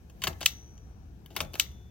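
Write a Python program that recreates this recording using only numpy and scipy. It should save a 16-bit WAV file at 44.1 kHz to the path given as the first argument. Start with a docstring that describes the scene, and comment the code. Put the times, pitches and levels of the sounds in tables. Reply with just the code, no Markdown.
"""Outdoors, on a wooden board: an old index typewriter prints two characters close to a two-port microphone.
In each stroke levers rattle down, the key bottoms out, the lever scrapes back and the escapement snaps.
Bursts of small contacts strike the ringing modes of frame and board; the pawl rings as it lets go and stops.
Thin steel rings on as decaying tones, and a dying noise tail follows the blows.
Shaped noise makes the distant rumble and hiss; a wavering sine hums underneath."""
import sys
import numpy as np
from scipy import signal
from scipy.fft import rfft, irfft
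from scipy.io import wavfile
from scipy.ndimage import uniform_filter1d

SR = 44100
rng = np.random.default_rng(int(sys.argv[2]) if len(sys.argv) > 2 else 0)


def to_wav(s):
    """Save 16-bit WAV."""
    ch = np.atleast_2d(s).T  # columns
    pcm = np.round(np.clip(ch, -1, 1) * 32767)  # PCM
    wavfile.write(sys.argv[1], SR, pcm.astype(np.int16))


def invert_db(level):
    """Linear amplitude ratio for a level in decibels (20 dB per decade), elementwise."""
    return 10 ** (np.asarray(level, dtype=float) / 20)


N = 83790  # length in samples

# Colour of the distant outdoor air, relative levels: pitch_hz, level_db
AIR_COLOUR = [(24, -37), (40, 2), (85, -5), (175, -14), (219, -19.5), (420, -25.5), (596, -35),
              (710, -29.5), (1110, -40.5), (1700, -41.5), (2030, -49.5), (2360, -44.5), (2880, -50.5),
              (4880, -53.5), (5810, -49.5), (8450, -62.5), (15800, -63)]
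# Likeness of the air at the two ports: pitch_hz, likeness (1 = same)
AIR_LIKENESS = [(60, 0.9), (180, 1), (550, 1), (1650, 0.073), (4970, 0.09), (15000, 0.043)]
# Air, left port over right: pitch_hz, level_db
AIR_LEAN = [(60, 0.6), (240, 7.7), (950, 10), (3770, 15), (15000, 11)]
# Keys bottoming out and shaking the table: start_s, level_db, length_s
KEY_THUDS = [(0.241, -40.5, 0.0034), (0.271, -26, 0.0055), (1.365, -42, 0.0036), (1.407, -24.5, .008),
             (1.426, -33, 0.005)]
# Low modes of the table, relative levels: pitch_hz, level_db, t60_s
TABLE_MODES = [(81, -2.5, 0.44), (134, -0.5, .1), (161, -1.5, 0.16), (199.6, 0.5, 0.18), (268, 4.5, 0.03)]
# Early decay of the shivering machine and table: pitch_hz, t60_s
SHIVER_DECAY = [(300, 0.36), (1000, 0.19), (2500, 0.16), (4000, 0.096), (8000, 0.09), (15000, 0.18)]
# Slower, faint part of the shiver: pitch_hz, level_db
SHIVER_REMNANT = [(300, -31.5), (3000, -26.5), (6500, -29.5), (15000, -43)]
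# Thin steel strips set ringing: start_s, pitch_hz, level_db, t60_s
STEEL_RINGS = [(.0977, 6460, -57, 0.036), (.7781, 6100, -49.5, 0.034), (.463, 2680, -39, 0.13),
               (1.26, 1650, -61, 0.087), (.46, 5965, -48, 0.98), (.46, 6029, -51, 0.87),
               (.46, 6110, -52.5, 0.35), (.46, 5846, -56.5, 1.33), (1.404, 3488, -62, 1.5),
               (1.5975, 3488, -66, 2.3), (1.5975, 5965, -54, 0.7), (1.5975, 6029, -56.5, 0.6),
               (1.5975, 6110, -61, 0.44), (1.664, 2140, -51.5, 0.038)]
# Spray from tiny parts, relative levels: pitch_hz, level_db
FIZZ_COLOUR = [(5000, -56.5), (8500, -1), (10500, 6), (13500, 11), (15000, 2), (15700, 7), (17000, -1.5)]
# Levers touching and chattering: start_s, frame_level_db, length_s, board_level_db, fizz_level_db
LEVER_RATTLES = [(.0977, -46, 0.0045, -64.5, -45.5), (.2184, -20, 0.0043, -54, -30.5),
                 (.228, -35, 0.0052, -54, -47.5), (.2376, -12.5, 0.0054, -39.5, -12.5),
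                 (0.2435, -26.5, 0.018, -40.5, -33.5), (0.2698, -13.5, 0.0041, -32, -33),
                 (.275, -18.5, 0.0036, -30, -14.5), (.296, -55, 0.011, -35, -58),
                 (0.309, -46.5, 0.0053, -37.5, -58.5), (.329, -39.5, 0.0033, -53, -68.5),
                 (.407, -31, 0.0016, -49, -28.5), (.4105, -33.5, 0.0012, -38, -38),
                 (.4127, -26, 0.00042, -38.5, -29.5), (.415, -25.5, 0.0012, -43.5, -42.5),
                 (.4205, -29.5, 0.0019, -45, -48), (.424, -35, 0.00074, -46.5, -46.5),
                 (.428, -21, 0.006, -39, -30), (.7781, -48, 0.002, -73, -57.5),
                 (1.26, -42.5, 0.0031, -65, -37), (1.3044, -42, 0.025, -44.5, -46.5),
                 (1.353, -42.5, 0.013, -40, -59), (1.3635, -13.5, 0.0065, -33, -14.5),
                 (1.387, -33, 0.017, -44.5, -40.5), (1.4033, -10.5, 0.0031, -31, -23),
                 (1.409, -22.5, 0.0053, -37.5, -18.5), (1.424, -40, 0.011, -35.5, -71),
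                 (1.447, -40, .01, -44, -66.5), (1.534, -34.5, 0.0074, -46.5, -28.5),
                 (1.5405, -26.5, 0.00095, -38.5, -41.5), (1.548, -34.5, 0.0045, -47.5, -50),
                 (1.554, -28, 0.0023, -41.5, -28.5), (1.5585, -39.5, 0.0044, -45.5, -40.5),
                 (1.575, -44, 0.054, -41, -63), (1.714, -51, 0.0044, -68.5, -48)]
# Modes of the machine's frame, relative levels: pitch_hz, level_db, t60_s
FRAME_MODES = [(1080, -14, 0.011), (1670, -10.5, 0.009), (2210, -13, 0.013), (2680, -1.5, 0.0053),
               (3145, -0.5, 0.0048), (3747, -9, 0.0086), (4543, -4, 0.0036), (5202, -6.5, 0.0041),
               (6100, -9, 0.009), (8040, -11, 0.002)]
# Modes of the wooden board, relative levels: pitch_hz, level_db, t60_s
BOARD_MODES = [(301, -1.5, 0.019), (408, -4.5, 0.023), (520, -6, 0.021), (648, -6.5, 0.04),
               (852, -6.5, 0.0251)]
# Escapement, pawl then stop: start_s, level_db, stop_after_s, stop_over_release_db, fizz_level_db
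ESCAPEMENT_SNAPS = [(.4596, -5, .0016, 2.5, -4.5), (1.5975, -6.5, 0.0013, -1, -7.5)]
# Modes of the small pawl, relative levels: pitch_hz, level_db, t60_s
PAWL_MODES = [(1336, -22, 0.023), (2000, -12.5, 0.013), (2511, 4.5, 0.0083), (2642, 8.5, 0.0084),
              (3030, 6, 0.0046), (3390, -0.5, .01), (3980, -9.5, 0.012), (4290, -10.5, 0.011),
              (4793, -8.5, 0.007), (6000, -10, 0.022), (6400, -10, 0.017), (8100, -12, 0.015),
              (3270, -0.5, 0.0054), (1650, -17.5, 0.013)]
# The machine, left port over right: pitch_hz, level_db
PORT_LEAN = [(60, 3), (150, 3.5), (380, 5), (950, 5.5), (2380, 3.5), (4500, 4), (8000, 4.5), (15000, 8)]
# Phase by which the left port leads for the machine: pitch_hz, lead_rad
LEFT_PORT_LEAD = [(30, 0), (500, .1), (1000, .3), (2500, .6), (4700, 1.3), (6500, 2.9), (12000, 5.8),
                  (16000, 7)]

RISE_S = .0004  # a run of contacts builds up to its first firm touch
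FIRST_JOLT = .25  # share of the ring time that passes into the machine


def evened(x):
    """Scales a signal to unit rms."""
    return x / np.sqrt(np.mean(x ** 2) + 1e-20)


def read(points, hz):
    """Reads a table value on a log-frequency axis."""
    pitch_hz, value = np.transpose(points)
    return np.interp(np.log(hz + 1), np.log(pitch_hz + 1), value)


def add(mix, start_s, sound):
    """Mixes a sound in at start_s, cut at the end of the mix."""
    part = mix[round(start_s * SR):][:len(sound)]
    part += sound[:len(part)]


def struck(modes, size=6000, share=1):
    """Decaying modes after one tap, neighbours in opposite sense, peak 1; share scales the ring time."""
    t = np.arange(size) / SR
    ring = np.zeros(size)
    for k, (pitch_hz, level_db, t60_s) in enumerate(modes):
        decay = invert_db(level_db - 60 * t / t60_s / share)
        ring += (-1) ** k * decay * np.sin(2 * np.pi * pitch_hz * t)
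    return ring / abs(ring).max()


def chatter(length_s):
    """A quick run of uneven contacts, random in time, size and sign, that dies away; energy 1."""
    contacts_per_s, spread_db = 14000, 3
    t = np.arange(2048) / SR
    chance, size, sign = rng.random((3, 2048))
    sizes = invert_db(-spread_db * np.log(size + 0.0026)) * np.sign(sign - .5)
    hits = (chance < contacts_per_s / SR) * sizes
    hits[round(RISE_S * SR)] = 2  # the first firm touch
    hits = hits * np.minimum((t + 1e-4) / RISE_S, 1) * np.exp(-t / length_s)
    return hits / np.linalg.norm(hits)


def air():
    """Distant rumble and hiss: coloured noise, partly alike at the ports, with drifting patches and a swell."""
    level_db, patch_db, swell_db = -45.5, 1.2, .4  # overall rms, then rms of the two drifts
    lag_s = .0003  # the right port hears the shared part later
    frames, hz = N // 256 + 5, np.fft.rfftfreq(1024, 1 / SR)
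    a, b, c, d, patches = rng.standard_normal((frames, 513, 5)).T
    patches = uniform_filter1d(patches, size=8, axis=0)
    patches = evened(uniform_filter1d(patches, size=14, axis=1))
    swell = evened(uniform_filter1d(rng.standard_normal(frames), size=40))
    same = np.clip(read(AIR_LIKENESS, hz), -1, 1)[:, None]
    lean = read(AIR_LEAN, hz)[:, None] / 2  # half to each port
    left = a + 1j * b
    right = same * left + np.sqrt(1 - same ** 2) * (c + 1j * d)
    right = right * np.exp(-2j * np.pi * hz * lag_s)[:, None]
    z = np.array([left * invert_db(lean), right * invert_db(-lean)])
    z *= invert_db(read(AIR_COLOUR, hz)[:, None] + patch_db * patches + swell_db * swell)
    noise = signal.istft(z, nperseg=1024, noverlap=768)[1][:, :N]
    return invert_db(level_db) * evened(noise)


def hum():
    """A low sine whose level and pitch waver slowly."""
    pitch_hz, level_db = 64.7, -53  # middle values
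    waver = evened(uniform_filter1d(rng.standard_normal(N), size=3000))
    phase = 2 * np.pi * np.cumsum(pitch_hz + 0.5 * waver[::-1]) / SR
    return invert_db(level_db + 5.5 * waver) * np.sin(phase)


def shiver(jolts):
    """Machine and table shiver after a blow: dense noise tail, own at each port, each band at its own speed."""
    early_db, late_stretch = -8, 3.8  # the remnant dies late_stretch times slower
    hz, t, z = signal.stft(rng.standard_normal((2, SR // 2)), SR, nperseg=128)
    fall_db = 60 * t / read(SHIVER_DECAY, hz)[:, None]
    early = invert_db(early_db - fall_db)
    late = invert_db(read(SHIVER_REMNANT, hz)[:, None] - fall_db / late_stretch)
    tail = signal.istft(z * (early + late), SR, nperseg=128)[1][:, :SR // 2]
    tail = tail * np.minimum(np.arange(SR // 2) / 130, 1) / 30  # soft start, then overall scale
    return signal.fftconvolve(jolts[None], tail, axes=1)[:, :N]


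def rings():
    """Thin steel strips: long faint tones, each one decaying mode."""
    out = np.zeros(N)
    for start_s, pitch_hz, level_db, t60_s in STEEL_RINGS:
        add(out, start_s, invert_db(level_db) * struck([(pitch_hz, 0, t60_s)], size=40000))
    return out


def thuds():
    """Keys bottom out: soft pushes into the low modes of the table."""
    push = np.zeros(N)
    for start_s, level_db, length_s in KEY_THUDS:
        bump = np.hanning(round(length_s * SR))
        add(push, start_s, invert_db(level_db) * bump / bump.sum())
    return signal.oaconvolve(push, struck(TABLE_MODES))[:N]


def fizz(drive):
    """Bright spray of tiny parts: contacts through a causal treble colour."""
    hz = np.linspace(0, SR / 2, 129)
    # minimum_phase halves the dB, hence the doubled colour
    squared = signal.firwin2(255, hz, invert_db(2 * read(FIZZ_COLOUR, hz)), fs=SR)
    taps = signal.minimum_phase(squared)
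    return signal.oaconvolve(drive, taps / abs(taps).max())[:N]


def rattles():
    """Lever chatter drives frame, board and tiny parts; returns the sound and its jolt to the machine."""
    detune, uneven_db = .015, 1.5  # rms spread: each lever loads the frame differently
    frame = np.zeros((2, N))  # sound, jolt
    board, bright = np.zeros((2, N))
    for start_s, frame_db, length_s, board_db, fizz_db in LEVER_RATTLES:
        touch = invert_db(frame_db) * chatter(length_s)
        load = rng.standard_normal((len(FRAME_MODES), 2))
        modes = [(pitch_hz * (1 + detune * a), level_db + uneven_db * b, t60_s)
                 for (pitch_hz, level_db, t60_s), (a, b) in zip(FRAME_MODES, load)]
        for row, share in zip(frame, (1, FIRST_JOLT)):
            ring = struck(modes, size=1500, share=share)
            add(row, start_s, signal.oaconvolve(touch, ring) / np.sqrt(share))
        add(board, start_s, invert_db(board_db) * chatter(length_s))
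        add(bright, start_s, invert_db(fizz_db) * chatter(length_s))
    rest = signal.oaconvolve(board, struck(BOARD_MODES))[:N] + fizz(bright)
    return frame + rest


def snaps():
    """The pawl lets go and hits its stop; too small to radiate bass. Returns sound and jolt."""
    release_share = 0.36  # the pawl still drags as it lets go: shorter ring, broad crack
    jolt_db, fizz_length_s, low_cut_hz = 1.5, .0025, 1300
    blow, jolt, bright = np.zeros((3, N))
    for start_s, level_db, after_s, stop_db, fizz_db in ESCAPEMENT_SNAPS:
        add(blow, start_s, invert_db(level_db) * struck(PAWL_MODES, share=release_share))
        add(blow, start_s + after_s, invert_db(level_db + stop_db) * struck(PAWL_MODES))
        push = struck(PAWL_MODES, share=FIRST_JOLT) / np.sqrt(FIRST_JOLT)
        add(jolt, start_s, invert_db(level_db + jolt_db) * push)
        add(bright, start_s - RISE_S / 2, invert_db(fizz_db) * chatter(fizz_length_s))
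    thin = signal.butter(4, low_cut_hz, "high", fs=SR, output="sos")
    return signal.sosfilt(thin, [blow, jolt]) + fizz(bright)


def scene():
    """The machine stands close, left of the microphone: louder and earlier at the left port."""
    scatter_rad_per_khz = .12  # hands and case scramble the path to the far port
    blows, jolts = rattles() + snaps()
    hz = np.fft.rfftfreq(N, 1 / SR)
    wander = evened(uniform_filter1d(rng.standard_normal(len(hz)), size=3000))
    lag_rad = read(LEFT_PORT_LEAD, hz) + scatter_rad_per_khz * hz / 1000 * wander
    paths = np.array([hz ** 0, np.exp(-1j * lag_rad)])  # left, right
    direct = rfft(blows + rings() + thuds()) * paths
    lean = read(PORT_LEAN, hz) / 2  # half to each port
    machine = (direct + rfft(shiver(jolts))) * invert_db(np.array([lean, -lean]))
    return irfft(machine, N) + air() + hum()


def band_limit(x):
    """A steep low-pass at the top of the band."""
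    return signal.sosfilt(signal.butter(12, 17150, fs=SR, output="sos"), x)


def record(dry):
    """The microphone's band limits: bass below 47 Hz and treble above 16 kHz fall away."""
    low = signal.butter(4, 47, "high", fs=SR, output="sos")
    high = signal.cheby1(10, .5, 16000, fs=SR, output="sos")
    mix = signal.sosfilt(np.vstack([low, high]), dry)
    return band_limit(mix)


dry = scene()
out = record(dry)
to_wav(out)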